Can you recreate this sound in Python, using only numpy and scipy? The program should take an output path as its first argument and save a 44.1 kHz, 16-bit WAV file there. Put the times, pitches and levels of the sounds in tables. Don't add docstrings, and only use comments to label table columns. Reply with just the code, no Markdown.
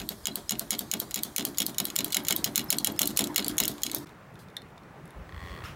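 import sys
import numpy as np
from scipy import signal
from scipy.io import wavfile
from scipy.ndimage import uniform_filter1d, minimum_filter1d

SR = 44100
rng = np.random.default_rng(int(sys.argv[2]) if len(sys.argv) > 2 else 0)


def wrap_up_sound(samples):
    columns = np.atleast_2d(samples).T
    tamed = np.clip(columns, -1, 1)
    steps = np.round(tamed * 32767).astype(np.int16)
    wavfile.write(sys.argv[1], SR, steps)


def volts(x):
    e = np.asarray(x, float) / 20
    return 10 ** e


N = 253619
CUT_S = 4.053


def evened(x):
    return x / np.sqrt(np.mean(x ** 2) + 1e-20)


def read(points, hz):
    f, value = np.transpose(points)
    return np.interp(np.log(hz + 1), np.log(f + 1), value)


def follow(rows):
    s, *columns = np.transpose(rows)
    return [np.interp(np.arange(N) / SR, s, c) for c in columns]


def add(mix, s, sound):
    part = mix[max(round(s * SR), 0):][:len(sound)]
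    part += sound[:len(part)]


def passband(x, lo_hz, hi_hz, order=2):
    sos = signal.butter(order, [lo_hz, min(hi_hz, .45 * SR)], "band", fs=SR, output="sos")
    return signal.sosfilt(sos, x)


def noise(spectrum, patchy_db, lo_hz, hi_hz):
    frames, hz = N // 256 + 5, np.fft.rfftfreq(1024, 1 / SR)
    a, b, patches = rng.standard_normal((frames, 513, 3)).T
    patches = uniform_filter1d(patches, size=10, axis=0)
    patches = evened(uniform_filter1d(patches, size=10, axis=1))
    gain = volts(read(spectrum, hz))
    z = (a + 1j * b) * gain[:, None] * volts(patchy_db * patches)
    x = signal.istft(z, nperseg=1024, noverlap=768)[1][:N]
    in_band = (hz > lo_hz) & (hz < hi_hz)
    return evened(x) * np.sqrt(np.sum(gain ** 2) / np.sum(gain[in_band] ** 2))


def ring(modes, luck, spread_db, detune, size=1500):
    hz, db, t60 = np.transpose(modes)[:, :, None]
    t = np.arange(size) / SR
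    strength, pitch, phase = luck.reshape(3, -1, 1)[:, :len(modes)]
    decay = volts(db + spread_db * strength - 60 * t / np.minimum(t60, .03))
    tones = decay * np.sin(2 * np.pi * (hz * (1 + detune * pitch) * t + phase))
    return evened(tones.sum(0) * (1 - np.exp(-t / 0.00031)))


def struck(modes, luck, taps, chatter, db, lo_hz, hi_hz, ring_db):
    rung = signal.fftconvolve(taps, ring(modes, luck, 2.2, .012))[:len(chatter)]
    sound = passband(evened(chatter) + volts(ring_db) * evened(rung), lo_hz, hi_hz)
    return volts(db) * sound / np.sqrt(np.mean(sound[:176] ** 2))


# t/s, neck level/dB, spout level/dB, crack level/dB
STRIKES = [(0.0, -39, -44, -44.5), (0.2559, -30.5, -27.5, -39), (0.4942, -30, -25, -33),
           (0.7069, -30.5, -22.5, -23), (0.9147, -32, -26, -28), (1.1434, -32.5, -26, -26.5),
           (1.3629, -31.5, -29, -26.5), (1.5841, -30.5, -23.5, -23), (1.7835, -29, -25, -24.5),
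           (1.9572, -42, -50, -36), (2.1455, -25, -22.5, -24), (2.2845, -26.5, -23, -22),
           (2.4435, -24.5, -22.5, -20.5), (2.5581, -26.5, -24.5, -20.5), (2.7041, -26.5, -22, -16.5),
           (2.8461, -24.5, -23, -18.5), (2.9923, -25, -25, -19.5), (3.173, -27, -23, -18.5),
           (3.3606, -22.5, -21.5, -20), (3.582, -27, -22, -23.5), (3.8342, -28, -24, -25.5)]
BOUNCES = [(0.016, -42.5, -46, -53), (0.2703, -28, -27.5, -29.5), (0.508, -31, -28.5, -24),
           (0.718, -31, -32, -33), (0.9375, -28.5, -28.5, -27.5), (1.159, -35.5, -35, -31),
           (1.3818, -29, -30, -28), (1.603, -26, -30, -25), (1.6193, -29.5, -31, -32),
           (1.8013, -28, -32, -25.5), (1.9628, -26, -22.5, -22.5), (1.9887, -27.5, -26, -27.5),
           (2.1686, -24, -27, -22.5), (2.3079, -24, -25, -25), (2.325, -26.5, -27.5, -26),
           (2.566, -30.5, -40, -38.5), (2.5783, -27, -25.5, -22.5), (2.727, -29.5, -27.5, -26),
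           (2.8714, -29.5, -26, -25.5), (3.017, -28.5, -21, -21.5), (3.031, -27.5, -38, -28),
           (3.1917, -25, -22.5, -20.5), (3.208, -29, -33, -31), (3.38, -25, -27.5, -27),
           (3.6016, -23.5, -22.5, -20.5), (3.6357, -32.5, -29, -31), (3.6545, -43, -31, -29),
           (3.865, -32.5, -32.5, -36)]
RETURNS = [(0.0902, -31, -36, -27.5), (0.3568, -32.5, -34.5, -26.5), (0.5947, -33.5, -29.5, -27),
           (0.792, -32.5, -29, -25.5), (1.001, -33, -38, -24.5), (1.2342, -31.5, -32, -24.5),
           (1.4517, -30.5, -33.5, -23), (1.665, -31, -35.5, -24), (1.8535, -31.5, -35.5, -26.5),
           (2.0451, -32, -35, -24), (2.3631, -33, -40, -21.5), (2.785, -26, -26.5, -28),
           (3.0746, -32, -35, -22.5), (3.241, -32.5, -33, -32), (3.4456, -32, -32, -38.5),
           (3.482, -31.5, -33, -23.5), (3.6799, -31.5, -36, -22), (3.9156, -36.5, -35, -38),
           (3.9478, -35, -51, -22.5)]
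HOPS = [(0.52, -32.5, -32, -37), (0.73, -35, -35, -43), (1.174, -38, -48.5, -43.5), (1.19, -38, -41, -46),
        (1.3952, -34.5, -37, -41), (1.408, -36, -43, -44), (2.0059, -33.0, -37, -36),
        (2.5936, -31.5, -37, -35), (3.0566, -39, -34, -32), (3.3937, -28.5, -46, -43),
        (3.425, -36, -46, -50), (3.618, -39, -46, -42), (3.6281, -34, -47, -43), (3.8977, -40.5, -45, -51)]
# t/s, neck level/dB, crack level/dB
PLAY = [(0.067, -71, -61), (.2164, -72, -74), (.2324, -72, -65), (.554, -44, -67), (0.97, -55, -52),
        (1.546, -51, -57), (2.464, -39.5, -63), (2.8648, -37.5, -69), (2.9, -44, -72), (3.071, -45, -44),
        (3.7814, -49, -60), (0.6074, -56, -49), (1.11, -44.5, -39), (1.2446, -63, -38), (1.266, -69, -55),
        (1.4876, -70, -46), (1.7458, -48, -51), (1.9017, -38, -41.5), (2.0575, -60, -45),
        (2.1048, -46, -46), (2.25, -41.5, -39.5), (2.269, -41, -41), (2.55, -47, -63), (2.963, -53.5, -57),
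        (3.272, -44.5, -38.5), (3.3448, -47.5, -46), (3.465, -41, -40), (3.49, -59, -40),
        (3.5688, -62, -44.5), (3.693, -55, -51), (3.739, -63, -54), (3.8194, -49, -46), (3.933, -45, -54),
        (3.96, -60, -37), (3.984, -83.5, -42)]
# t/s, latch level/dB, crack level/dB
TICKS = [(4.07, -57, -63), (4.093, -58, -68), (4.343, -72, -64), (4.356, -57, -70), (4.485, -59, -74),
         (4.5015, -62, -71), (4.7034, -69, -71), (4.8345, -63, -75), (4.5678, -33, -45), (4.573, -60, -65),
         (4.582, -58, -66), (4.686, -75, -72), (4.619, -52, -62), (4.779, -54.5, -78), (5.056, -63, -59.5),
         (5.078, -66, -62), (5.1065, -60, -57), (5.6537, -58, -73), (5.686, -54, -69)]
# t/s, neck level/dB, crack level/dB
RATTLES = [(.1197, -49, -48), (.281, -37, -44), (.5325, -46, -55), (.739, -35.5, -46), (0.75, -38, -51),
           (.9257, -43, -43), (1.115, -44, -46), (1.1797, -40, -44), (1.4186, -44, -54), (1.425, -43, -47),
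           (1.469, -52, -43), (1.6269, -38, -36), (1.695, -47, -46), (1.7014, -53, -49), (1.869, -50, -41),
           (1.8836, -47, -48), (1.981, -43, -39), (2.013, -41, -48), (2.081, -50, -45), (2.129, -29, -35),
           (2.2027, -43, -56), (2.2777, -45, -51), (2.4748, -38.5, -55), (2.6056, -41, -51),
           (2.614, -43, -51.5), (2.7433, -42, -49), (2.805, -49, -54.5), (3.0134, -38, -37.5),
           (3.105, -47, -46), (3.111, -50, -46), (3.2198, -38, -38), (3.402, -44, -39), (3.494, -41, -37),
           (3.512, -47, -51), (3.648, -31, -48), (3.7158, -49, -46), (3.8585, -45, -50)]
SPOUT_LIFT_DB = [1.5, -12.5, -2.5]


def blows():
    hits = []
    for rows in [STRIKES, BOUNCES, RETURNS, HOPS]:
        hits += [(*row, rows is RETURNS, rows is STRIKES) for row in rows]
    for rows, lift in zip([PLAY, TICKS, RATTLES], SPOUT_LIFT_DB):
        hits += [(s, neck, (neck + crack) / 2 + lift, crack, False, False) for s, neck, crack in rows]
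    return hits


# f/Hz, level/dB, t60/s
NECK = [(1390, -4.5, .015), (1920, -5, .015), (2211, -1.5, 0.022), (2590, -5, .015), (2924, 2, 0.017),
        (3308, 0.5, 0.023), (3660, -2, 0.023), (4000, 0, 0.025), (4146, -2.5, 0.067), (4430, -4, 0.011),
        (5060, 2.5, .012)]
# f/Hz, level/dB, t60/s
SPOUT = [(5540, -3, 0.0079), (6340, -5, .006), (6780, 4.5, 0.0064), (7100, -2, 0.011), (7840, -6.5, 0.0048),
         (8380, -10, 0.01)]
# f/Hz, level/dB, t60/s
CRACK = [(10000, -3, .006), (10700, -1, .006), (11500, 1, .006), (12500, -2, .005), (13400, -2, .004),
         (14200, 0, .004), (15100, 0, .005)]
# f/Hz, level/dB, t60/s
LATCH = [(1900, -7.5, 0.019), (3640, 0, 0.018), (4200, 1, 0.0088), (5060, -7, 0.0046)]
# f/Hz, level/dB, t60/s
FAR_LOW = [(3290, 3.3, 0.032), (3790, 4.6, 0.0138), (4004, 4.8, 0.03), (4410, 12, 0.015),
           (4900, 5.2, 0.0061)]
FAR_HIGH = [(6040, -13.5, 0.0079), (7690, 1.5, 0.0039), (8960, 1.5, 0.0057)]
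FAR_CRACK = [(10630, -7.5, 0.0044), (11770, 2.5, 0.0045), (12700, -5, .003), (14040, 0.5, .004),
             (14660, 2, 0.0033)]


def knocks():
    out, t, hits = np.zeros(N), np.arange(2600) / SR, blows()
    luck = rng.standard_normal((len(hits), 4, 36))
    grit = rng.standard_normal((len(hits), 3, 2600))
    loose = rng.random((len(hits), 2600)) < 250 / SR
    blow = np.minimum(t / 0.00041, 1) * (np.exp(-(t / 0.0028) ** 2) + 0.073 * np.exp(-t / 0.0038))
    for (s, neck_db, spout_db, crack_db, far, first), l, g, spikes in zip(hits, luck, grit, loose):
        shaking = s < CUT_S
        later = .08 * spikes * abs(g[0, ::-1]) * np.exp(-t / 0.018)
        rebound = round((.0048 + .0004 * l[3, 0]) * SR)
        later[rebound] += (.38 if first else .12) * volts(2.0 * l[3, 1])
        taps = later * shaking + (np.arange(len(t)) == 8)
        force = signal.fftconvolve(taps, blow)[:len(t)]
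        chatter = g * force
        taps = taps + 0.069 * chatter
        low_part = FAR_LOW if far else NECK if shaking else LATCH
        high_part = FAR_HIGH if far else SPOUT
        crack_part = FAR_CRACK if far else CRACK
        low_ring_db = 7 if shaking else 9 if neck_db > -45 else -2
        crack_top_hz = 16600 if shaking else 12000
        sound = struck(low_part, l[0], taps[0], chatter[0], neck_db + 2.0, 1100, 7400, low_ring_db)
        sound += struck(high_part, l[1], taps[1], chatter[1], spout_db + 2.0, 5200, 13000, 4.3)
        sound += struck(crack_part, l[2], taps[2], chatter[2], crack_db + 1.5, 7840, crack_top_hz, -1)
        add(out, s - .0007, sound)
    return passband(out, 1500, 23000)


# f/Hz, level/dB, swell time/s (the top comes after 2.2 of these)
PANEL = [
    [(137.2, -9.5, 0.02), (197.3, 2, 0.0092), (222.2, -1.5, 0.017)],
    [(266.2, -5.5, 0.015), (300.7, -6, 0.026), (348.4, -11.5, 0.03)],
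    [(397.6, -0.5, 0.015), (606, -9.5, 0.022), (688.5, -3, 0.013), (923, -18, 0.029)],
]
# t/s, low level/dB, middle level/dB, upper level/dB
BOOMS = [(0, -42, -45.5, -50), (0.094, -48, -55.5, -48.5), (0.264, -40.5, -46, -47.5),
         (0.354, -47, -54.5, -47.5), (0.501, -36.5, -44.5, -45), (0.597, -44.5, -50, -49),
         (0.715, -40, -45, -45.5), (0.793, -44, -48, -49), (0.926, -38, -42.5, -46.5),
         (1.005, -48, -52, -51), (1.154, -42, -45, -50), (1.24, -46.5, -49.5, -53.5),
         (1.378, -39, -38, -46.5), (1.444, -47, -42.5, -47), (1.594, -39.5, -39.5, -48.5),
         (1.667, -42.5, -50, -50), (1.786, -39, -42, -46), (1.853, -47, -48, -50.5),
         (1.984, -39.5, -38.5, -47), (2.039, -48, -58, -49), (2.156, -39.5, -40.5, -43.5),
         (2.298, -39, -39, -43.5), (2.359, -46.5, -47, -49.5), (2.457, -40, -41, -46),
         (2.566, -39, -41.5, -49), (2.716, -39.5, -38.5, -46), (2.793, -40, -65, -68),
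         (2.867, -40, -37.5, -44.5), (3.002, -37.5, -36, -41), (3.072, -38, -45, -53),
         (3.188, -34.5, -34, -40), (3.246, -43, -37, -50), (3.376, -41, -39, -45.5), (3.443, -45, -37, -47),
         (3.478, -44.5, -43.5, -54.5), (3.59, -38, -38, -42.5), (3.669, -41, -41, -46.5),
         (3.841, -47.5, -41.5, -53.5), (3.916, -51, -43, -51), (3.937, -48, -43.5, -46.5)]


def booms():
    out, t = np.zeros(N), np.arange(7000) / SR
    luck = rng.standard_normal((len(BOOMS), 3, 2, 4))
    grit = rng.standard_normal((len(BOOMS), 7000))
    for (s, *levels), l, g in zip(BOOMS, luck, grit):
        for modes, db, chance in zip(PANEL, levels, l):
            hz, mode_db, top = np.transpose(modes)[:, :, None]
            detune, phase = chance[:, :len(modes), None]
            swell = volts(mode_db) * (t / top) ** 3.15 * np.exp(-1.45 * t / top)
            tone = np.sin(2 * np.pi * (hz * (1 + .025 * detune) * t + phase))
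            sound = (swell * tone).sum(0)
            add(out, s, volts(db - 2.5) * sound / np.sqrt(np.mean(sound[600:3000] ** 2)))
        shudder = evened(passband(g, 270, 930, order=1)) * t / 0.011 * np.exp(1 - t / 0.013)
        add(out, s, volts(levels[2] + 4.0) * shudder)
    return out


# f/Hz, level/dB per Hz
TRAFFIC = [(18, -61), (30, -19), (60, -6.5), (134, 0.5), (165, 5), (199, -6.5), (394, -6), (554, -8.5),
           (1070, -10), (1670, -14), (2120, -18), (2350, -21.5), (3310, -29.5), (16000, -57.5)]
# t/s, level/dB
PASSING = [(0.0, -59), (.74, -55), (1.49, -54.5), (2.26, -50), (3.12, -51), (3.6, -48.5), (3.83, -54.5),
           (4.05, -53.5), (4.16, -56), (4.84, -54.5), (5.33, -52.5), (5.75, -50)]


def traffic():
    level_db, = follow(PASSING)
    return volts(level_db) * noise(TRAFFIC, 1.5, 600, 1800)


# f/Hz, level/dB per Hz
RUMBLE = [(30, -25), (50, 10.5), (65, -23), (100, 2.5), (150, -47), (300, -66)]
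# t/s, level/dB
HANDLING = [(0.0, -34), (0.06, -45), (1.19, -50), (3.21, -48), (3.65, -43.5), (4.33, -68), (5.75, -50.5)]


def rumble():
    level_db, = follow(HANDLING)
    return volts(level_db - 9.5) * noise(RUMBLE, 0.58, 40, 110)


# f/Hz, level/dB per Hz
SCUFF = [(1500, -30.5), (2500, -24.5), (3200, 4.5), (4200, 5.5), (5500, 2.5), (7000, 2), (14000, 0.5),
         (16000, -7)]
# f/Hz, level/dB per Hz
CLATTER = [(800, -21.5), (1200, -4.5), (2200, 2), (3000, -2), (4000, -24.5)]
# f/Hz, level/dB per Hz
HUSH = [(2060, -4.5), (3500, -13), (4570, -17), (5360, -17), (13800, -23.5), (16000, -16)]
# t/s, level/dB
RESTING = [(4.05, -57), (4.16, -65), (4.84, -66), (5.33, -62.5), (5.49, -55), (5.75, -61)]


def scuffing():
    drag, t = np.zeros(N), np.arange(SR // 3) / SR
    for s, *_, crack_db in STRIKES + RETURNS:
        add(drag, s, volts(crack_db - 11) * np.exp(-t / 0.017))
    idle = volts(-56.5)
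    scuff = (drag + idle) * noise(SCUFF, 2.4, 3000, 15000)
    scuff = scuff + volts(-30) * (drag + 2 * idle) * noise(CLATTER, 2.2, 1200, 3000)
    resting_db, = follow(RESTING)
    hush = volts(resting_db - 5) * noise([(2000, -30)] + HUSH, 1.2, 3000, 15000)
    return np.where(np.arange(N) < CUT_S * SR, scuff, hush)


# t/s, f/Hz, length/s, level/dB
SQUEAKS = [(.236, 5000, .015, -52), (.478, 5100, .015, -53), (5.652, 5400, .012, -50),
           (.311, 4080, .015, -43), (2.684, 5300, .018, -44), (2.974, 5200, .012, -44),
           (3.29, 950, .032, -42), (5.651, 1400, .012, -43)]
# t/s, level/dB
CHIRPS = [(.5864, -39), (.7842, -35), (.9935, -37), (1.2254, -41), (1.6565, -40), (1.8427, -35),
          (2.234, -44), (2.3539, -38), (2.6397, -39), (2.767, -38), (2.9185, -38)]


def squeaks():
    out = np.zeros(N)
    spring_hz, chirp_s = 13150, .007
    for s, hz, length, db in SQUEAKS + [(s, spring_hz, chirp_s, db) for s, db in CHIRPS]:
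        t = np.arange(0, length, 1 / SR)
        turn = 2 * np.pi * hz * t + 1.2 * np.sin(2 * np.pi * 70 * t)
        tone = np.sin(turn) + .4 * (hz < 1200) * np.sin(2 * turn)
        add(out, s, volts(db + 3) * np.sin(np.pi * t / length) * tone)
    return out


# t/s, length/s, level/dB
SCRAPES = [
    (1.573, 0.0075, -33.5),
    (2.122, 0.019, -25.5),
    (3.163, 0.011, -33),
    (3.99, 0.034, -63),
    (4.39, 0.071, -57),
    (5.638, 0.12, -46.5),
]
# f/Hz, level/dB per Hz
SLIDE = [(710, -23), (1200, -3), (2730, -6), (4200, -16), (5400, -15), (7000, -22), (16000, -26)]


def scrapes():
    spout, boot = np.zeros(N), np.zeros(N)
    for s, length, db in SCRAPES:
        t = np.arange(0, length, 1 / SR)
        drag = volts(db) * np.minimum(t / 0.00064, 1) * (1 - t / length)
        add(spout if s < BOOT_TRAVEL[0][0] else boot, s, drag)
    rubber = noise([(600, -30)] + SLIDE, 1.4, 1870, 5400)
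    return spout * noise(SCUFF, 1.8, 3000, 15000) + volts(0.5) * boot * rubber


# t/s, f/Hz, level/dB
BUMPS = [(5.17, 55, -39), (5.21, 60, -38), (5.27, 70.3, -48.5), (5.339, 80, -40), (5.373, 70, -35),
         (5.427, 75, -38), (5.453, 85, -40), (5.511, 65, -37), (5.54, 70, -43), (5.609, 90, -42.5),
         (5.641, 91, -35.5), (5.705, 70, -45)]


def bumps():
    out, cycles = np.zeros(N), 2.8
    for s, hz, db in BUMPS:
        turns = np.arange(-cycles / 2, cycles / 2, hz / SR)
        swell = np.cos(np.pi * turns / cycles) ** 2
        add(out, s - cycles / 2 / hz, volts(db + 2) * swell * np.cos(2 * np.pi * (turns + rng.random())))
    return out


# f/Hz, level/dB per Hz
BOOT = [(600, -24), (1500, 2), (2700, -3), (4000, 0), (6500, -11), (8500, -10), (11000, -21), (13800, -12),
        (16000, -20)]
# f/Hz, level/dB, t60/s
BOOT_RING = [(1100, 0, .018), (1900, 1, .018), (2600, -9, .008), (3350, -3, .012), (4300, -6, .009),
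             (6300, -14, .004), (8200, -12, .004), (13800, -19, .005)]
# t/s, ribs past the edge
BOOT_TRAVEL = [(5.2932, 1), (5.3240, 2), (5.3455, 3), (5.364, 4), (5.3935, 6), (5.4164, 8), (5.5075, 16),
               (5.5510, 20), (5.5893, 23), (5.638, 26)]


def creak():
    out, t, rubber = np.zeros(N), np.arange(600) / SR, noise(BOOT, 0.22, 1470, 5000)
    when, ribs = np.transpose(BOOT_TRAVEL)
    slips = np.interp(np.arange(ribs[0], ribs[-1] + 1), ribs, when)
    levels = -43.5 + .6 * rng.standard_normal(len(slips))
    for s, db, luck in zip(slips, levels, rng.standard_normal((len(slips), 24))):
        tick = volts(-8) * np.exp(-t / .001) * rubber[round(s * SR):][:600]
        boot = ring(BOOT_RING, .12 * luck, 10, .08, size=600)
        add(out, s - .0008, volts(db) * np.minimum(t / .0003, 1) * (tick + .5 * boot))
    return out


# f/Hz, t60/s
CANOPY = [(300, 0.18), (2000, 0.14), (4000, 0.13), (8000, 0.044), (15000, 0.04)]


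def canopy(x):
    taps = np.zeros((3, SR // 2))
    at = np.arange(200, SR // 2 - 20, 20) + rng.integers(0, 20, (3, (SR // 2 - 201) // 20))
    np.put_along_axis(taps, at, rng.choice([-1., 1.], at.shape), 1)
    hz, t, z = signal.stft(taps, SR, nperseg=256)
    tails = signal.istft(z * volts(-60 * t / read(CANOPY, hz)[:, None]), SR, nperseg=256)[1]
    drift = np.arange(N) / SR * 3.1 + np.arange(3)[:, None] / 3
    turns = np.cos(np.pi * drift) * np.sqrt(2 / 3)
    return signal.fftconvolve(x * turns, tails / np.linalg.norm(tails[0]), axes=1)[:, :N].sum(0)


def scene():
    near = knocks() + squeaks() + scrapes() + creak()
    surroundings = traffic() + rumble() + scuffing() + bumps()
    return (near + volts(-16.5) * canopy(near) + booms() + surroundings)[None]


def roll_off(x):
    return signal.sosfilt(signal.butter(12, 16980, fs=SR, output="sos"), x)


def record(dry):
    power = dry[0] ** 2
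    quick_db = 10 * np.log10(abs(uniform_filter1d(power, size=88)) + 1e-12)
    recent_db = 10 * np.log10(abs(uniform_filter1d(np.roll(dry[0], 700) ** 2, size=1200)) + 1e-12)
    over_db = np.clip(np.minimum(1.5 * (quick_db - recent_db - 6), 3 * (quick_db + 29)), 0, 13)
    held_db = -minimum_filter1d(-over_db, size=400, origin=199)
    late_db = signal.lfilter([.03], [1, -.97], np.roll(held_db, 80))
    bass = signal.oaconvolve(dry, signal.firwin(127, 700, fs=SR)[None], "same")
    ducked = bass * volts(-late_db) + (dry - bass) * volts(-.45 * late_db)
    fade = np.minimum(abs(np.arange(N) / SR - CUT_S) / .007, 1) ** 2
    soft = .37 * np.tanh(ducked * fade / .37)
    banded = passband(soft, 36, 21000, order=4)
    wide = signal.oaconvolve(banded, signal.firwin(95, 16250, fs=SR)[None], "same")
    steady = signal.oaconvolve(wide, signal.firwin(401, 15900, fs=SR)[None], "same")
    jump = np.minimum(uniform_filter1d(held_db, size=300) / 4, 1)
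    return roll_off(steady + jump * (wide - steady))


dry = scene()
out = record(dry)
wrap_up_sound(out)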